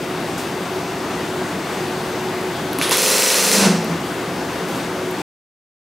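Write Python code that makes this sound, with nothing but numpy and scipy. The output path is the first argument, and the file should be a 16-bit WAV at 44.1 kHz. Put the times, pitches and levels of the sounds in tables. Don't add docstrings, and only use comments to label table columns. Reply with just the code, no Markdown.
import sys
import numpy as np
from scipy import signal
from scipy.io import wavfile

SR = 44100
rng = np.random.default_rng(int(sys.argv[2]) if len(sys.argv) > 2 else 0)


def dump_mix(stems):
    frames = np.atleast_2d(stems).T
    limited = np.clip(frames, -1, 1)
    pcm = np.round(limited * 32767).astype(np.int16)
    wavfile.write(sys.argv[1], SR, pcm)


def elevation(decibels):
    levels = np.asarray(decibels, float)
    return 10 ** (levels / 20)


N = 257764


def rms_one(x):
    return x / np.sqrt(np.mean(x ** 2) + 1e-20)


def at_hz(points, hz):
    table_hz, values = np.array(points).T
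    return np.interp(np.log(hz), np.log(table_hz), values)


def resonance(x, hz, width_hz):
    r = np.exp(-np.pi * width_hz / SR)
    feedback = [1, -2 * r * np.cos(2 * np.pi * hz / SR), r * r]
    return signal.lfilter([(1 - r * r) / 2, 0, (r * r - 1) / 2], feedback, x)


def drift(rate_hz):
    r = np.exp(-80 * np.pi * rate_hz / SR)
    white = rng.standard_normal(N // 40 + 2002)
    slow = rms_one(signal.lfilter([1], [1, -2 * r, r * r], white)[2000:])
    return np.interp(np.arange(N) / 40, np.arange(len(slow)), slow)


EDGES = 33 * 2 ** np.arange(0, 9.3, .4)


def noise_bands(size, spectrum, side_table):
    settle = SR // 4
    white = rng.standard_normal((2, 2, size + settle))
    for k, (low, high) in enumerate(zip(EDGES, EDGES[1:])):
        sos = signal.butter(2, [low, high], "band", fs=SR, output="sos")
        mid, side = signal.sosfilt(sos, white[k % 2])[:, settle:]
        hz = np.sqrt(low * high)
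        stereo = mid + elevation(at_hz(side_table, hz)) * side * [[1], [-1]]
        yield hz, elevation(at_hz(spectrum, hz)) * stereo


# (frequency [Hz], density [dB per Hz])
ROAR = [(15, -71), (25, -41.5), (49, -24), (175, -6.5), (212, -9), (317, -6), (363, -5.5), (405, -13),
        (439, -8.5), (560, -13.5), (677, -10), (1040, -14.5), (1440, -16.5), (7710, -33), (16000, -42.5)]
# (frequency [Hz], side over mid [dB])
ROAR_SIDE = [(60, -23), (180, -29.5), (550, -15.5), (1650, -12), (4970, -10), (15000, -9.5)]
# (frequency [Hz], left over right [dB])
ROAR_LEAN = [(60, 0.5), (180, -0.5), (550, 2), (1650, 2.5), (4970, 4), (15000, 1)]
# (frequency [Hz], width [Hz], level [dB rms])
HUMS = [(173.5, 20, -38), (291.3, 18, -40.5), (367.8, 7.3, -36.5), (686, 22, -40.5)]


def ventilation(patchy_db):
    together, roar = drift(1.9), 0
    for hz, band in noise_bands(N, ROAR, ROAR_SIDE):
        lean = elevation(at_hz(ROAR_LEAN, hz) * np.array([[.5], [-.5]]))
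        flicker = elevation(patchy_db * (.5 * together + drift(5.1)))
        roar = roar + band * lean * flicker

    white, tones = rng.standard_normal(N), 0
    for hz, width_hz, db in HUMS:
        hum = resonance(resonance(white, hz, width_hz), hz, 4 * width_hz)
        tones = tones + elevation(db) * rms_one(hum)

    blade_hz = 367.2 + 1.2 * drift(2.5)
    blade_db = -30.5 + 2.4 * drift(1.9)
    tones = tones + elevation(blade_db) * np.sin(2 * np.pi * np.cumsum(blade_hz) / SR)
    return elevation(-24) * rms_one(roar) + tones * elevation(np.array([[.4], [-.4]]))


# (time [s], level [dB], rise [s], decay time T60 [s], lowest frequency [Hz])
PUFFS = [
    (.377, -32, .003, 0.43, 4000),
    (4.675, -36.5, .01, 0.63, 2200),
    (4.745, -41, .01, 0.47, 2500),
]


def puffs():
    t, out = np.arange(N) / SR, 0
    white = rng.standard_normal((2, N))
    for s, db, rise_s, t60, low_hz in PUFFS:
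        decay = elevation(db - 60 * (t - s).clip(0) / t60)
        rise = ((t - s) / rise_s).clip(0, 1)
        sos = signal.butter(1, [low_hz, 11000], "band", fs=SR, output="sos")
        mid, side = signal.sosfilt(sos, white)
        out = out + decay * rise * rms_one(mid + 0.26 * side * [[1], [-1]])
    return out


# (time [s], peak level [dB], ring frequency [Hz], knock level [dB], knock frequency [Hz])
TICKS = [
    (2.731, -17.5, 11900, -22, 3630),
    (2.7866, -10, 11000, -16.5, 277),
    (2.8944, -9, 10400, -15, 475),
    (2.9166, -20.5, 9500, -8.5, 1044),
    (3.845, -22, 11700, -39, 400),
    (5.110, -23.5, 11930, -53, 397),
]


def ticks():
    out, t = np.zeros(N), np.arange(SR // 10) / SR
    for s, peak_db, ring_hz, knock_db, knock_hz in TICKS:
        spit = rng.standard_normal(len(t)) * np.exp(-t / 0.0016)
        high = resonance(spit, ring_hz, 1200) + .08 * spit
        cycles = knock_hz * t / 1.6
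        knock = -np.sin(2 * np.pi * knock_hz * t) * cycles * np.exp(1 - cycles)
        tick = elevation(peak_db) * high / np.abs(high).max() + elevation(knock_db) * knock
        start = int(s * SR)
        out[start:start + len(t)] += tick
    return out


def clicks(times, levels_db):
    out = np.full(N, 1e-18)
    out[(np.asarray(times) * SR).astype(int)] = elevation(np.asarray(levels_db))
    return out


def crack(rows, decay_s, fresh, top_hz):
    t = np.arange(SR // 100) / SR
    sos = signal.butter(1, [900, top_hz], "band", fs=SR, output="sos")
    envelope = t / decay_s * np.exp(1 - t / decay_s)
    same, out = rng.standard_normal(len(t)), np.zeros(N)
    for s, crack_db, tail_db in rows:
        shape = (same + fresh * rng.standard_normal(len(t))) * envelope
        shape = signal.sosfilt(sos, shape)
        shape = shape + 1.8 * resonance(shape, 2600, 900)
        shape = shape + 1.5 * resonance(shape, 11400, 1500)
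        start = int(s * SR)
        out[start:start + len(t)] += elevation(crack_db) * shape / np.abs(shape).max()
    return out


# (frequency [Hz], decay time T60 [s])
HALL_T60 = [(150, 0.61), (600, 1), (2000, 0.74), (6000, 0.6), (15000, .35)]
# (frequency [Hz], side over mid [dB])
GUN_SIDE = [(60, -12), (240, -25), (950, -19), (3770, -15.5), (15000, -14)]
# (frequency [Hz], level [dB])
FRESH = [(200, -16), (600, -10), (1500, -4), (5000, -2), (15000, 1)]


def tail(rows, spectrum, peaks, t60_share, onset_s):
    start, size = int(rows[0][0] * SR), int(1.4 * SR)
    hits = clicks([r[0] for r in rows], [r[2] for r in rows])[start:start + size]
    t, pattern, new = np.arange(size) / SR, 0, 0
    for hz, band in noise_bands(size, spectrum, GUN_SIDE):
        t60 = t60_share * at_hz(HALL_T60, hz)
        onset = 1 - np.exp(-(t / onset_s) ** 2)
        decay = elevation(-60 * t / t60) * onset / np.sqrt(t60)
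        pattern = pattern + band * decay
        power = signal.fftconvolve(hits ** 2, decay ** 2)[:size]
        unrelated = band[:, ::-1]
        new = new + elevation(at_hz(FRESH, hz)) * unrelated * np.sqrt(np.abs(power))
    wet = signal.fftconvolve(hits[None], pattern, axes=1)[:, :size] + new
    wet = wet + sum((elevation(db) - 1) * resonance(wet, hz, width_hz) for hz, width_hz, db in peaks)
    out = np.zeros((2, N))
    out[:, start:start + size] = wet / np.sqrt(np.mean(pattern[:, :SR // 10] ** 2))
    return out


# (time [s], crack peak [dB], tail level [dB])
FIRST_BLOW = [
    (2.7862, -16, -37),
    (2.8137, -3, -26),
    (2.8932, -10, -34.5),
    (2.9112, -4, -19.5),
]
# (frequency [Hz], density [dB per Hz])
FIRST_TAIL = [(500, -27), (1000, -1.5), (2000, -5.5), (5000, -8), (8000, -15.5), (11000, -16),
              (13000, -25.5), (17000, -26.5)]
# (frequency [Hz], width [Hz], height [dB])
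VALVE_PEAKS = [(3540, 810, 5.5), (9950, 590, 9.5), (11000, 870, 8)]


def first_blow():
    cracks = crack(FIRST_BLOW, decay_s=0.00052, fresh=0.74, top_hz=4000)
    return cracks + tail(FIRST_BLOW, FIRST_TAIL, VALVE_PEAKS, t60_share=0.96, onset_s=0.0058)


BURST_S = 2.9110


def piston():
    blows = 15
    k = np.arange(blows)
    eased = (k - 7).clip(0)
    filling_s = .0197 * np.exp(-(k / 1.12) ** 1.32)
    last_lag_s = .0064 * (k == blows - 2)
    period_s = .04005 + filling_s + .00029 * eased + last_lag_s
    times = BURST_S + np.cumsum(period_s) - period_s
    crack_db = -2.5 - 6.5 * np.exp(-k / 1.4)
    tail_db = -13 - 4.5 * np.exp(-k / 3.5) - 0.12 * eased
    return np.column_stack([times, crack_db, tail_db])


def ring(x, hz, t60):
    r, w = elevation(-60 / (t60 * SR)), 2 * np.pi * hz / SR
    return signal.lfilter([0, np.sin(w)], [1, -2 * r * np.cos(w), r * r], x)


# (frequency [Hz], density [dB per Hz])
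TAIL = [(60, -41.5), (110, -33), (200, -7), (330, -12), (480, -1.5), (800, -10), (1400, -12), (2100, -10.5),
        (3500, -14), (5000, -9), (8000, -13.5), (12000, -19), (17000, -23.5)]
# (frequency [Hz], width [Hz], height [dB])
PANEL_PEAKS = [(1039, 200, 4.5), (2620, 200, 4), (4200, 140, 5), (5160, 310, 0.5), (5890, 500, 1.5),
               (7300, 230, 3), (9690, 700, 6), (11200, 420, 0), (13140, 370, -9)]
# (frequency [Hz], level [dB], decay time T60 [s])
PANEL_MODES = [(196, -26.5, 0.38), (231, -29, 0.34), (270, -31.5, 0.34), (345, -29.5, 0.26),
               (420, -21.5, 0.3), (437, -21.5, .35), (519, -24, 0.26), (567, -28.5, 0.54), (650, -33, 0.25)]


def burst():
    blows = piston()
    wet = tail(blows, TAIL, PANEL_PEAKS, t60_share=1.0, onset_s=0.0095)
    push = resonance(clicks(blows[:, 0], blows[:, 2] + 19.7), 310, 700)
    modes = 0
    for k, (hz, db, t60) in enumerate(PANEL_MODES):
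        modes = modes + (-1) ** k * elevation(db) * ring(push, hz, t60)
    cracks = elevation(9.0) * crack(blows, decay_s=.00045, fresh=.7, top_hz=14000)
    return wet + modes + cracks


def rumble():
    top_s, spread_s = 3.62, .07
    bell = np.exp(-.5 * ((np.arange(N) / SR - top_s) / spread_s) ** 2)
    return elevation(-25) * bell * rms_one(resonance(rng.standard_normal(N), 480, 600))


# (top time [s], frequency [Hz], level [dB rms], swell [s], fade [s])
BOOM = [
    (3.69, 170.5, -19.5, 0.027, 0.084),
    (3.67, 195.7, -17, 0.18, 0.062),
    (3.6, 220, -24, .09, 0.19),
    (3.74, 260, -28, 0.098, 0.029),
    (3.93, 169, -24, 0.041, 0.031),
    (4.06, 175, -34.5, .03, .04),
]


def boom():
    t, out, beat_top_s = np.arange(N) / SR, 0, 3.708
    for s, hz, db, swell_s, fade_s in BOOM:
        bell = np.exp(-.5 * ((t - s) / np.where(t < s, swell_s, fade_s)) ** 2)
        out = out + np.sqrt(2) * elevation(db) * bell * np.cos(2 * np.pi * hz * (t - beat_top_s))
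    return out


def scene():
    background = ventilation(patchy_db=0.79) + puffs()
    return background + ticks() + first_blow() + burst() + rumble() + boom()


def gain_control(x):
    t = np.arange(N) / SR
    release_at_s, release_s, settle_s = 3.508, 0.15, 0.086

    def ramp(start, length):
        return ((t - start) / length).clip(0, 1)

    duck_db = 5 * ramp(BURST_S, .012) + 4.5 * ramp(BURST_S, .3)
    back = ramp(release_at_s, release_s)
    overshoot_db = 2 * (back - ramp(release_at_s + release_s, settle_s))
    return x * elevation(-0.32 - duck_db * (1 - back) + overshoot_db)


def roll_off(x):
    return signal.sosfilt(signal.butter(12, 16690, fs=SR, output="sos"), x)


def record(dry):
    t, cut_s = np.arange(N) / SR, 5.2195
    x = gain_control(dry)
    x = .95 * np.tanh(x / .95)
    x = signal.sosfilt(signal.ellip(10, .3, 55, 15720, fs=SR, output="sos"), x)
    x = signal.sosfilt(signal.butter(3, 45, "high", fs=SR, output="sos"), x)
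    x = x * ((cut_s - t) / .001).clip(0, 1)
    return roll_off(x)


dry = scene()
out = record(dry)
dump_mix(out)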